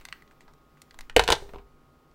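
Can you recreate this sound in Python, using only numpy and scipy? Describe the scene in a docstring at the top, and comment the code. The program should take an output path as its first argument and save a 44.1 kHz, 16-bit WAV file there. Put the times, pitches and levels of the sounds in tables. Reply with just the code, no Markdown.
"""Ticks and creaks of a plastic telephone handset in the hand, close by in a quiet studio room.
It is then set down, bounces and rattles to rest; the desk thuds and the fingers slide off.
Contacts sum decaying modes and a noise crack, and excite a diffuse room tail; the desk rings and thumps.
Filtered noise makes the rubbing, the draught and the fans' rush; steady sines make their faint hum."""
import sys
import numpy as np
from scipy import signal
from scipy.fft import rfft, irfft
from scipy.io import wavfile

SR = 44100
rng = np.random.default_rng(int(sys.argv[2]) if len(sys.argv) > 2 else 0)


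def to_wav(s):
    """Save 16-bit WAV."""
    ch = np.atleast_2d(s).T  # columns
    pcm = np.round(np.clip(ch, -1, 1) * 32767)  # PCM
    wavfile.write(sys.argv[1], SR, pcm.astype(np.int16))


N = 94594

# frequency bands that share out contact levels and room decay: low_hz, high_hz
BANDS = [(120, 620), (620, 1200), (1200, 2500), (2500, 5500), (5500, 17000)]


def from_db(db):
    """Amplitude gain is ten to the power of decibels over twenty."""
    return 10 ** (np.asarray(db) / 20)


def rms(x):
    """Root mean square: the square root of mean power, kept above zero."""
    return np.sqrt(np.mean(x ** 2) + 1e-20)


def at_hz(points, hz):
    """Spectral interpolation, linear in value along a logarithmic frequency axis."""
    point_hz, value = np.transpose(points)
    return np.interp(np.log(np.maximum(hz, 1)), np.log(point_hz), value)


def level(curve):
    """Amplitude envelope: (time_s, level_db) points, interpolated in decibels, as a gain per sample."""
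    return from_db(np.interp(np.arange(N) / SR, *np.transpose(curve)))


def fade(t, t60):
    """Exponential damping: amplitude falls 60 dB in t60 seconds."""
    return np.exp(-np.log(1000) * t / t60)


def band(x, low_hz, high_hz):
    """Causal band-pass filtering with a Butterworth response."""
    band_pass = signal.butter(2, [low_hz, high_hz], "band", fs=SR, output="sos")
    return signal.sosfilt(band_pass, x)


def noise(colour, size):
    """Spectral shaping: white noise weighted by a (frequency_hz, level_db) colour, then set to rms 1."""
    spectrum = rfft(rng.standard_normal(size))
    gain = from_db(at_hz(colour, np.fft.rfftfreq(size, 1 / SR)))
    x = irfft(spectrum * gain, size)
    return x / rms(x)


def add(out, s, sound):
    """Superposition: mix a sound in at time s, cut at the end of the scene."""
    i = int(s * SR)
    out[i:i + len(sound)] += sound[:N - i]


def contacts(rows, modes, crack_db, crack_s):
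    """Impact excitation: each contact rings the modes and cracks anew, its place and force set by band levels."""
    # crack of the contact, crowded short-lived modes heard as noise: frequency_hz, relative_level_db
    crack_colour = [(200, -16), (500, -6), (1000, -7), (2000, -2), (4000, 2.5), (5400, -3), (8500, -1.5),
                    (10500, -8), (16000, -13.5)]
    snap_db, snap_s = 4, .0076  # first instant: level over the rest of the crack, and its t60
    scatter_db, detune = 1.5, .012  # standard deviations: mode level, and mode frequency as a fraction
    attack_samples = int(.005 * SR)  # the opening over which band levels are set
    out, t = np.zeros(N), np.arange(4096) / SR
    hz, mode_db, t60 = np.transpose(modes)[:, :, None]
    crack = from_db(crack_db) * (fade(t, crack_s) + from_db(snap_db) * fade(t, snap_s))
    for s, *band_levels in rows:
        strength, shift, side = rng.standard_normal((3, len(hz), 1))
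        amplitude = np.sign(side) * from_db(mode_db + scatter_db * strength)
        ring = amplitude * np.sin(2 * np.pi * hz * (1 + detune * shift) * t) * fade(t, t60)
        blow = ring.sum(axis=0) + crack * noise(crack_colour, len(t))
        direct = 0
        # from the top band down, so that rows of four levels fill the upper four bands
        for k, (edges, db) in enumerate(zip(BANDS[::-1], band_levels[::-1])):
            part = band(blow, *edges)
            polarity = (-1) ** k  # neighbouring bands alternate in sign
            direct = direct + polarity * from_db(db) * part / rms(part[:attack_samples])
        add(out, s, direct)
        add(out, s, room(direct))
    return out


def set_down():
    """Modal impact: the handset knocks and settles on its seat, then fingers nudge it and let go."""
    # knocks as it lands and rattles: start_s, then level_db in each of the five BANDS
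    knocks = [(1.0972, -59.5, -54.5, -40, -50, -56.5), (1.164, -11, -28.5, -12, -21.5, -23.5),
              (1.1942, -27.5, -15.5, -20, -21.5, -32), (1.2375, -42, -33, -52.5, -34, -44),
              (1.2776, -40.5, -31.5, -27, -26, -37), (1.2873, -23, -22, -26.5, -27.5, -43.5),
              (1.3026, -33, -17.5, -28.5, -23, -30.5), (1.312, -29, -30.5, -35, -45.5, -55),
              (1.320, -26.5, -33.5, -27.5, -25, -34.5), (1.3239, -24.5, -19.5, -29, -16.5, -32),
              (1.3295, -27.5, -34.5, -34.5, -40, -38.5)]
    # nudges of the fingers: start_s, then level_db in each of the five BANDS
    nudges = [(1.424, -43.5, -55, -68, -71, -74), (1.491, -49, -55.5, -54.5, -72, -71),
              (1.535, -43, -45, -55.5, -75, -65), (1.545, -48.5, -54, -54.5, -82, -90),
              (1.559, -39.5, -46, -62, -80, -91), (1.584, -65, -55, -57, -64.5, -91),
              (1.594, -55, -57, -64.5, -87, -87)]
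    # modes of the handset against its seat: frequency_hz, relative_level_db, t60_s
    seat_modes = [(300, -6, 0.049), (420, -5.5, 0.084), (479, 6.5, 0.034), (652, -10.5, .04),
                  (748, -3.5, 0.043), (898, -0.5, 0.022), (991, -0.5, 0.023), (1419, 3, 0.027),
                  (1559, -1.5, 0.072), (1791, -4, 0.08), (2435, -8, 0.017), (2964, 6, .028),
                  (3500, 2, 0.02), (4230, -0.5, .018)]
    knocking = contacts(knocks, seat_modes, crack_db=9, crack_s=.044)
    nudging = contacts(nudges, seat_modes, crack_db=22.5, crack_s=.052)
    return knocking + nudging


def in_hand():
    """Damped modal ringing: the held shell ticks in the grip and fingers scuff over it."""
    # ticks of the shell: start_s, then level_db in each of the upper four BANDS
    ticks = [(.052, -52.5, -44, -46.5, -47), (.0865, -50.5, -54, -48, -62), (.1258, -46, -36.5, -43, -54),
             (.222, -65, -52.5, -75, -67), (.277, -71, -68, -65.5, -87), (.536, -63, -86, -70, -69.5),
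             (.818, -61.5, -59.5, -55.5, -51), (.909, -68, -56.5, -54.5, -66.5),
             (.943, -54, -67, -59.5, -66), (.989, -46.5, -49, -50.5, -51),
             (1.0085, -56.5, -50.5, -49.5, -51), (2.113, -69, -98, -72, -83)]
    # scuffs of the fingers: start_s, then level_db in each of the upper four BANDS
    scuffs = [(.011, -63, -55.5, -68, -63.5), (.311, -62.5, -59.5, -78, -70.5),
              (.407, -59.5, -57.5, -63, -65.5), (.480, -54, -72, -63, -88), (.772, -68, -62.5, -85, -75)]
    # modes of the shell in the hand: frequency_hz, relative_level_db, t60_s
    shell_modes = [(1170, -8.5, 0.022), (1630, -2.5, 0.022), (2000, 9.5, 0.015), (2850, -9, .014),
                   (4350, 3, 0.0096), (6700, -9, 0.013)]
    ticking = contacts(ticks, shell_modes, crack_db=5, crack_s=.032)
    scuffing = contacts(scuffs, shell_modes, crack_db=7, crack_s=.125)
    return ticking + scuffing


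def desk():
    """Forced excitation of a panel: each press of weight sets the desk thumping and ringing."""
    # weight coming down on the desk: start_s, relative_level_db
    presses = [(1.163, -20), (1.212, -27), (1.3021, -26), (1.333, -29.5), (1.422, -37), (1.545, -36.5)]
    # modes of the desk under the weight: frequency_hz, relative_level_db, t60_s
    desk_modes = [(48.5, -4, 0.41), (72, -6.5, 0.081), (400, -10, 0.42)]
    # spectrum of the dull thump: frequency_hz, relative_level_db
    thump_colour = [(15, -14), (40, 0), (80, 10), (110, 0), (200, -10.5), (500, -42.5)]
    out, t = np.zeros(N), np.arange(SR) / SR
    ring = sum(from_db(db) * np.sin(2 * np.pi * hz * t) * fade(t, t60) for hz, db, t60 in desk_modes)
    for s, db in presses:
        thump = from_db(-9.5) * noise(thump_colour, SR) * fade(t, .2)
        add(out, s, from_db(db) * (ring + thump))
    return out


def arm():
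    """Friction and turbulence as noise: soft rubbing of skin and cord, and air stirred by the arm."""
    # loudness of the rubbing: time_s, level_db
    rub_level = [(0, -57), (.03, -74), (.05, -64.5), (.16, -63), (.25, -71.5), (.65, -73.5), (.9, -70),
                 (1.04, -66), (1.13, -79), (1.5, -64.5), (1.65, -75)]
    # spectrum of the rubbing: frequency_hz, relative_level_db
    rub_colour = [(200, -7), (2000, 0.5), (5000, -7.5), (9000, -19), (16000, -6)]
    # loudness of the draught: time_s, level_db
    draught_level = [(0, -47), (.1, -66), (.4, -61), (.49, -52.5), (.6, -72), (.88, -74), (.96, -49.5),
                     (1.02, -39.5), (1.15, -45.5), (1.65, -50), (1.85, -72)]
    rubbing = level(rub_level) * noise(rub_colour, N)
    air = band(rng.standard_normal(N + SR), 10, 20)[SR:]  # drop the second in which the filter settles
    return rubbing + level(draught_level) * air / rms(air)


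def reflections(x):
    """Specular reflection: nearby screens and walls throw the treble back after a delay."""
    # early reflections: delay_s, level_db
    echoes = [(0.0178, -20.5), (.029, -21)]
    # limits of the reflected treble: low_hz, high_hz
    treble_limits = (1512, 10990)
    out, treble = np.zeros(N), band(x, *treble_limits)
    for delay_s, db in echoes:
        add(out, delay_s, from_db(db) * treble)
    return out


def room(x):
    """Diffuse reverberation: a short tail of noise decays band by band, drawn anew for each contact."""
    # the tail in each of the five BANDS: level_db, t60_s
    tail_bands = [(-19, 0.65), (-9.5, 0.15), (-13.5, 0.25), (-19, 0.23), (-18.5, 0.42)]
    onset_s = .004  # silence before the tail, and then the length of its rise
    t, tail = np.arange(SR // 2) / SR, 0
    onset = np.clip(t / onset_s - 1, 0, 1)
    for (low, high), (db, t60) in zip(BANDS, tail_bands):
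        part = band(rng.standard_normal(len(t)) * fade(t, t60) * onset, low, high)
        # level is relative to an ideal filter passing this band at unit gain
        unit_energy = np.sqrt(2 * (high - low) / SR / np.sum(part ** 2))
        tail = tail + from_db(db) * part * unit_energy
    return signal.fftconvolve(x, tail)


def fans():
    """Stationary noise and tones: the equipment's steady rush, with its hum and a thin whine."""
    # spectrum of the rush: frequency_hz, relative_level_db
    rush_colour = [(15, -29.5), (25, 1), (58, 1), (103, -5), (121, -20), (138, 2.5), (172, -8.5),
                   (252, -5.5), (433, -6.5), (470, -9), (687, -14), (1060, -15.5), (1180, -14),
                   (1280, -19.5), (1980, -25.5), (12600, -39.5), (16500, -43.5)]
    # steady tones of hum and whine: frequency_hz, relative_level_db
    tones = [(150.7, -67), (247.6, -67.5), (780.6, -74), (1093, -71), (1249, -66), (1405, -73)]
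    rush_db, tones_db = -61.5, -4.5  # rms level of the rush; gain on all the tones
    t, hum = np.arange(N) / SR, np.zeros(N)
    for hz, db in tones:
        amplitude = from_db(db + tones_db) * np.sqrt(2)  # peak of a sine from its rms
        hum += amplitude * np.sin(2 * np.pi * (hz * t + rng.random()))
    return from_db(rush_db) * noise(rush_colour, N) + hum


def scene():
    """Linear superposition of handset, desk, arm and fans; the setting down also reflects."""
    landing = set_down()
    return (landing + reflections(landing) + in_hand() + desk() + arm() + fans())[None]


def record(dry):
    """Saturation rounds off the hardest peaks, then a steep elliptic low-pass cuts the top."""
    overload, cutoff_hz = .78, 15750  # overload: the amplitude that peaks approach
    held = dry / (1 + (dry / overload) ** 4) ** (1 / 4)
    low_pass = signal.ellip(10, .1, 80, cutoff_hz, fs=SR, output="sos")
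    return signal.sosfilt(low_pass, held)


dry = scene()
out = record(dry)
to_wav(out)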